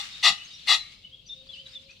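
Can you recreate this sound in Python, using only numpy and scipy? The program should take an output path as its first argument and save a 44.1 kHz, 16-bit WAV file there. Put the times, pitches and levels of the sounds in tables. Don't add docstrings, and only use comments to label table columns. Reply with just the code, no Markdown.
import sys
import numpy as np
from scipy import signal
from scipy.fft import rfft, irfft
from scipy.io import wavfile

SR = 44100
rng = np.random.default_rng(int(sys.argv[2]) if len(sys.argv) > 2 else 0)


def log_audio(samples):
    frames = np.atleast_2d(samples).T
    limited = np.clip(frames, -1, 1)
    pcm = np.round(limited * 32767).astype(np.int16)
    wavfile.write(sys.argv[1], SR, pcm)


N = 88200
LEAD = SR // 4

# start and length in seconds, level in dB, throat tuning ratio,
# extra rasp in dB.
CALLS = [(-.107, 0.073, -15, 1.005, 4), (0.225, .069, -16, 0.99, 1), (0.67, .078, -18.5, 0.9932, 3)]
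# centre and width in Hz, level with the beak open in dB,
# change as it opens in dB, left minus right in dB.
THROAT = [(849, 169, -15.5, 0, 3), (1220, 137, -7.5, 6.5, 3.5), (2022.3, 134, -6.5, -6.5, 2),
          (2566, 142, -10.5, -3, 4.5), (2833, 190, -4.5, -3, 2.5), (3507, 250, -2, -1.5, 6),
          (3928, 260, -3, -0.5, 8.5), (4444, 240, -6.5, -5.5, 7), (4674, 190, -10, -6.5, 10.5),
          (5440, 330, -10.5, 0.5, 1.5), (5790, 210, -11.5, 5.5, 5), (6140, 163, -20.5, -12.5, -1.5),
          (7314, 380, -13, 12.5, 8.5), (7850, 1400, -20, -2, 9.5)]
# centre and width in Hz, gain in dB.
THROAT_DIPS = [(372, 169, -26.5), (1514, 82, -8), (2335, 90, -12.5), (3052, 78, -11), (6240, 90, -6)]
# frequency in Hz, gain in dB.
RASP_COLOUR = [(100, -70), (400, -48), (650, -13), (1600, -24), (3500, 2), (6500, -14), (9500, -1.5),
               (12000, -13), (15500, -20.5)]
# start in seconds, centre and width in Hz, level in dB,
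# seconds to fall 60 dB.
AFTER_RINGS = [(0, 3625, 160, -38, 0.24), (.31, 2895, 140, -43, 0.92), (.735, 4030, 130, -30, 0.43),
               (.8, 2180, 160, -53, 0.85)]
# frequency in Hz, gain in dB.
AIR_COLOUR = [(15, -33), (27, -8.5), (40, 6), (55, 0.5), (130, 0), (250, -5), (330, -13.5), (421, -14.5),
              (509, -11), (804, -24.5), (1750, -29), (2120, -28), (2700, -6.5), (3630, -3.5), (5880, -23.5),
              (10100, -34.5), (12200, -44), (13900, -30), (15500, -40.5)]
# frequency in Hz, correlation.
AIR_LIKENESS = [(50, .93), (250, 0.84), (1000, 0.42), (4000, 0.2), (12000, 0.1005)]
# time in seconds, relative level in dB.
CHORUS_LEVEL = [(0, -50.5), (.2, -46), (.55, -50), (.65, -50.5), (.95, -56), (1.08, -63), (1.24, -81),
                (1.275, -62), (1.45, -60), (1.56, -52.5), (1.64, -60), (1.69, -53), (1.82, -58.5),
                (1.91, -60.5), (2, -59)]
# frequency in Hz, gain in dB.
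CHORUS_COLOUR = [(500, -26), (1700, -15.5), (2700, -2), (3800, 0.5), (5200, -9.5), (7000, -15.5),
                 (9000, -22.5), (14000, -39)]
# peak time and width in seconds, level in dB.
RUSTLES = [(.05, 0.042, -45.5), (.15, 0.11, -50.5), (.46, 0.063, -55), (0.674, 0.014, -43.5),
           (1.675, 0.019, -56), (1.735, 0.042, -58.5), (1.92, 0.029, -60)]
# frequency in Hz, gain in dB.
RUSTLE_COLOUR = [(500, -20.5), (1400, -4.5), (2200, 0), (4500, -3), (7500, -10.5), (10000, -26),
                 (15000, -30)]
# start and length in seconds, first, middle and last pitch in Hz, level in dB,
# left minus right in dB.
CHIRPS = [(0.105, 0.11, 3680, 3716, 3743, -48.5, 0), (0.193, 0.025, 4520, 4700, 5100, -53, 4),
          (0.369, 0.08, 2550, 2627, 3126, -53, -2), (0.441, 0.03, 6000, 6380, 6490, -55, 8),
          (0.497, 0.077, 3720, 3730, 3737, -49.5, -2), (0.515, 0.064, 5900, 5710, 5400, -57, 1),
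          (0.602, 0.092, 5200, 3625, 3005, -55, 3), (1.032, 0.047, 2665, 2983, 2660, -48.5, 3.5),
          (1.113, 0.061, 2923, 3306, 3200, -49.5, 3.5), (1.166, 0.057, 3247, 3266, 3280, -60, 8.5),
          (1.254, 0.032, 4050, 4800, 5000, -59, 4), (1.261, 0.04, 6030, 5766, 4930, -55, 5),
          (1.282, 0.068, 3530, 3620, 3510, -42, 1.5), (1.342, 0.11, 3680, 3757, 3676, -54, 5),
          (1.489, 0.029, 3545, 3430, 3400, -44.5, 6.5), (1.52, 0.0416, 3310, 3076, 2555, -46, 4),
          (1.559, 0.055, 2620, 2952, 3240, -46.5, 2), (1.653, 0.031, 4030, 3890, 3910, -48, 2),
          (1.659, .013, 3890, 3556, 3250, -49.5, 1), (1.729, 0.015, 3620, 3680, 3700, -49.5, 8),
          (1.748, 0.033, 3820, 3537, 3480, -39.5, 1), (1.885, 0.039, 2284, 2523, 2630, -53.5, 3),
          (1.896, 0.021, 3960, 4370, 4950, -58, 5)]
# start in seconds, first and last pitch in Hz, level in dB.
TWITTERS = [(1.468, 4290, 5150, -56.5), (1.522, 3840, 4100, -54), (1.529, 4420, 5210, -56),
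            (1.592, 4450, 5040, -57), (1.716, 4680, 5520, -58), (1.855, 3980, 4350, -60),
            (1.904, 5200, 6480, -61), (1.959, 3700, 4710, -64)]
# peak time and width in seconds, fundamental in Hz, glide as a share
# of pitch per width, level of the octave in dB, fundamental against the octave in dB.
SQUEALS = [(.246, 0.0054, 2330, 0.0047, -23, -14), (.272, 0.0052, 1822, -0.035, -19.5, -14),
           (.683, .005, 2122, -0.02, -22.5, -9.5), (.703, .0055, 1971, -.025, -16.5, -2),
           (0.725, 0.0028, 1968, 0.0686, -19, -10.5), (.734, 0.0041, 1720, .02, -21.5, -17)]
# peak time and width in seconds, level in dB.
WING_PUFFS = [(.283, 0.017, -47.5), (.315, .02, -51.5)]
# time in seconds, pitch in Hz, level in dB.
FAR_NOTE = [(1.052, 501.4, -84), (1.12, 524, -69.5), (1.191, 517.6, -80.5), (1.3, 512, -80),
            (1.378, 527, -64), (1.57, 538, -70), (1.66, 540, -64), (1.701, 526.4, -70.5),
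            (1.88, 544, -67.5), (1.99, 533, -79)]
# start and decay in seconds, level in dB.
SCUFFS = [(1.416, 0.027, -69.5), (1.468, 0.0069, -60), (1.5, 0.062, -70.5)]
# frequency in Hz, gain in dB.
SCUFF_COLOUR = [(150, 3), (700, 2), (1400, -1), (4000, -13), (12000, -29)]
# frequency in Hz, seconds to fall 60 dB.
YARD_DECAY = [(200, 1.3), (1000, 0.66), (2200, 0.3869), (4000, 0.2746), (7000, 0.37), (14000, .5)]
# frequency in Hz, gain in dB.
YARD_COLOUR = [(200, -3.5), (800, -10.5), (1150, -10), (1450, 4.5), (2100, 1), (2900, 4), (3500, -2),
               (4100, 6.5), (4700, -2), (5200, 4.5), (6600, 4.5), (7250, -4.5), (7800, 2.5), (9000, -1.5),
               (14000, 1.5)]

PULSE_HZ, PULSE_RISE, JITTER, SHIMMER = 601.5, .14, .2, .32
ROUGH_START, ROUGH_END, PUFF_SHARE = .7, .45, .25
RASP_DB, BITE_DB, BITE_S, SCATTER_T60_S = -17.5, 8, .012, .012
THROAT_SAG, THROAT_WANDER = .023, .009
ATTACK_S, RELEASE_S, SWELL_DB = .018, .014, 4.5
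TWITTERS_PER_S, TWITTER_S, TWITTER_GLIDE = 74, .0197, .14
PEN_CALL_DB, PEN_CALL_T60_S, PEN_CHIRP_DB, PEN_CHIRP_T60_S = -8.5, .16, -10, .13
YARD_CALL_DB, YARD_CHIRP_DB = -18, -8


def amp(db):
    return 10 ** (np.asarray(db) / 20)


def unit(x):
    return x / np.sqrt(np.mean(x ** 2) + 1e-20)


def read(points, hz):
    f, value = np.transpose(points)
    return np.interp(np.log(hz + 1), np.log(f), value)


def colour(x, points):
    hz = np.fft.rfftfreq(x.shape[-1], 1 / SR)
    return irfft(rfft(x) * amp(read(points, hz)), x.shape[-1])


def pan(db):
    return amp(np.array([[db / 2], [-db / 2]]))


def add(mix, start_s, sound):
    part = mix[:, max(LEAD + round(start_s * SR), 0):][:, :sound.shape[-1]]
    part += sound[..., :part.shape[1]]


def drift(size, hz):
    knots = rng.standard_normal(4096)
    return np.interp(np.arange(size) * hz / SR, np.arange(len(knots)), knots)


def swells(rows):
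    t = np.arange(N) / SR
    return sum(amp(db) * np.exp(-((t - at) / width) ** 2) for at, width, db in rows)


def resonate(x, hz, width):
    carrier = np.exp(2j * np.pi * np.cumsum(hz) / SR)
    low = signal.lfilter(*signal.butter(2, min(width / SR, .5)), x / carrier)
    return (carrier * low).real


def reflections(decay, rise_s):
    taps = rng.standard_normal((2, SR)) * (rng.random((2, SR)) < .1)
    hz, t, bands = signal.stft(taps, SR, nperseg=256)
    bands = bands * amp(-60 * t / read(decay, hz)[:, None])
    echo = signal.istft(bands, SR, nperseg=256)[1][:, :SR]
    echo *= 1 - np.exp(-np.arange(SR) / SR / rise_s)
    return echo / np.linalg.norm(echo, axis=1, keepdims=True)


def echoed(x, echo):
    return signal.fftconvolve(x, echo, axes=1)[:, :x.shape[1]]


def steadied(x, strength=.75, window_s=.01):
    power = signal.fftconvolve((x ** 2).mean(0), signal.windows.hann(int(window_s * SR)), "same")
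    return unit(x / (abs(power) + 1e-9) ** (strength / 2))


def call(length, level_db, tuning, rasp_db):
    t = np.arange(SR // 5) / SR
    size, opening = len(t), np.minimum(t / length, 1)
    pulse_hz = PULSE_HZ * (1 + PULSE_RISE * opening) * np.exp(JITTER * drift(size, hz=500.4))
    cycles = np.cumsum(pulse_hz) / SR
    pulses = np.diff(np.floor(cycles), prepend=0) * np.exp(SHIMMER * drift(size, hz=701.3))
    puffs = np.exp(-(cycles % 1) / PUFF_SHARE) * rng.standard_normal(size)
    rough = ROUGH_START + (ROUGH_END - ROUGH_START) * opening
    drive = unit(np.sqrt(1 - rough) * unit(pulses) + np.sqrt(rough) * unit(puffs))
    scattered = echoed(drive[None], reflections([(1000, SCATTER_T60_S)], rise_s=.0002))[0]
    rasp = np.array([unit(colour(side, RASP_COLOUR)) for side in (drive, scattered)])
    voice = amp(RASP_DB + rasp_db + BITE_DB * np.exp(-t / BITE_S)) * pan(db=8) * rasp
    for hz, width, db, open_db, pan_db in THROAT:
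        bend = 1 - THROAT_SAG * (opening - .5) + THROAT_WANDER * drift(size, hz=129.8)
        ring = resonate(drive, hz * tuning * bend, width)
        voice += pan(pan_db) * amp(db + open_db * (opening - 1)) * ring / np.std(ring[t < length])
    attack = 1 - np.exp(-t / ATTACK_S)
    release = np.exp(-np.maximum(t - length, 0) / RELEASE_S)
    voice = steadied(voice) * attack * amp(SWELL_DB * np.sin(np.pi * opening)) * release
    return amp(level_db) * voice / np.std(voice[:, t < length])


def pheasant():
    track = np.zeros((2, LEAD + N))
    for start, *row in CALLS:
        add(track, start, call(*row))
    for row in SQUEALS:
        add(track, *squeal(*row))
    f = np.fft.rfftfreq(LEAD + N, 1 / SR)
    dips_db = sum(db * np.exp(-((f - hz) / width) ** 2) for hz, width, db in THROAT_DIPS)
    track = irfft(rfft(track) * amp(dips_db), LEAD + N)
    pen = reflections([(1000, PEN_CALL_T60_S)], rise_s=.0018)
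    return track + amp(PEN_CALL_DB) * echoed(track, pen)


def after_ring(start, hz, width, db, t60, rise_s=.0077):
    age = np.maximum(np.arange(N) / SR - start, 0)
    ring = unit(resonate(rng.standard_normal(N), np.full(N, hz), width))
    return pan(db=4) * np.minimum(age / rise_s, 1) * amp(db - 60 * age / t60) * ring


def open_air(db=-57.5):
    left, other = rfft(rng.standard_normal((2, N)))
    likeness = read(AIR_LIKENESS, np.fft.rfftfreq(N, 1 / SR))
    right = likeness * left + np.sqrt(1 - likeness ** 2) * other
    return pan(db=3.5) * amp(db) * unit(colour(irfft([left, right], N), AIR_COLOUR))


def distant_chorus(trim_db=-1):
    blur = unit(colour(rng.standard_normal((2, N)), CHORUS_COLOUR))
    db = np.interp(np.arange(N) / SR, *np.transpose(CHORUS_LEVEL)) + 2.1 * drift(N, hz=49.9)
    return pan(db=3.5) * amp(db + trim_db) * blur


def rustles():
    grains = rng.standard_normal((2, N)) * amp(1.8 * drift(N, hz=405))
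    return pan(db=3.5) * swells(RUSTLES) * unit(colour(grains, RUSTLE_COLOUR))


def chirp(length, first_hz, middle_hz, last_hz, db, pan_db):
    progress = np.linspace(0, 1, int(length * SR))
    curve = np.polyfit([0, .5, 1], [first_hz, middle_hz, last_hz], 2)
    hz = np.polyval(curve, progress) * (1 + .014 * drift(len(progress), hz=500))
    swell = np.sin(np.pi * progress) * amp(3 * drift(len(progress), hz=210))
    return amp(db) * pan(pan_db) * unit(swell * np.sin(2 * np.pi * np.cumsum(hz) / SR))


def small_birds():
    track = np.zeros((2, LEAD + N))
    for start, *row in CHIRPS:
        add(track, start, chirp(*row))
    for start, first_hz, last_hz, db in TWITTERS:
        add(track, start, chirp(TWITTER_S, first_hz, (first_hz + last_hz) / 2, last_hz, db, pan_db=1.5))
    for when, pitch, glide, side in rng.random((int(TWITTERS_PER_S * N / SR), 4)):
        start = when * N / SR
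        hz = np.interp(pitch, [0, 1], [3460, 5230])
        bend = TWITTER_GLIDE * (2 * glide - 1)
        db = np.interp(start, *np.transpose(CHORUS_LEVEL)) - 9
        add(track, start, chirp(TWITTER_S, hz * (1 - bend), hz, hz * (1 + bend), db, pan_db=6 * side))
    pen = reflections([(1000, PEN_CHIRP_T60_S)], rise_s=.0021)
    return track + amp(PEN_CHIRP_DB) * echoed(track, pen)


def squeal(at, width, hz, glide, db, fundamental_db):
    offset = np.arange(-3, 3, 1 / (width * SR))
    pitch = hz * (1 + glide * offset + .012 * drift(len(offset), hz=590))
    phase = 2 * np.pi * np.cumsum(pitch) / SR
    tone = amp(fundamental_db) * np.sin(phase) + np.sin(2 * phase)
    return at - 3 * width, pan(db=2.5) * amp(db) * np.exp(-offset ** 2) * tone


def wing_puffs(band_hz=(55, 226)):
    band = signal.butter(3, band_hz, "band", fs=SR, output="sos")
    return pan(db=4) * swells(WING_PUFFS) * unit(signal.sosfilt(band, rng.standard_normal(N)))


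def far_bird():
    times, hz, db = np.transpose(FAR_NOTE)
    t = np.arange(N) / SR
    pitch = np.interp(t, times, hz) * (1 + .012 * drift(N, hz=89.9))
    level = amp(np.interp(t, times, db, left=-120) + 2 * drift(N, hz=34.86))
    return pan(db=7.5) * level * np.sqrt(2) * np.sin(2 * np.pi * np.cumsum(pitch) / SR)


def foot_scuffs():
    t = np.arange(N) / SR
    steps = sum(amp(db) * (t > at) * np.exp(-abs(t - at) / decay) for at, decay, db in SCUFFS)
    return pan(db=4) * steps * unit(colour(rng.standard_normal(N), SCUFF_COLOUR))


def scene():
    background = open_air() + distant_chorus() + far_bird() + wing_puffs() + foot_scuffs()
    yard = colour(reflections(YARD_DECAY, rise_s=.011), YARD_COLOUR)
    cock, chirps = pheasant(), small_birds()
    into_yard = (amp(YARD_CALL_DB) * cock + amp(YARD_CHIRP_DB) * chirps).mean(0, keepdims=True)
    birds = cock + chirps + pan(db=1.5) * echoed(into_yard, yard)
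    return birds[:, LEAD:] + background + rustles() + sum(after_ring(*row) for row in AFTER_RINGS)


def record(dry):
    lowpass = signal.firwin(511, 15700, window=("kaiser", 9), fs=SR)
    return signal.oaconvolve(dry, lowpass[None], "same")


dry = scene()
out = record(dry)
log_audio(out)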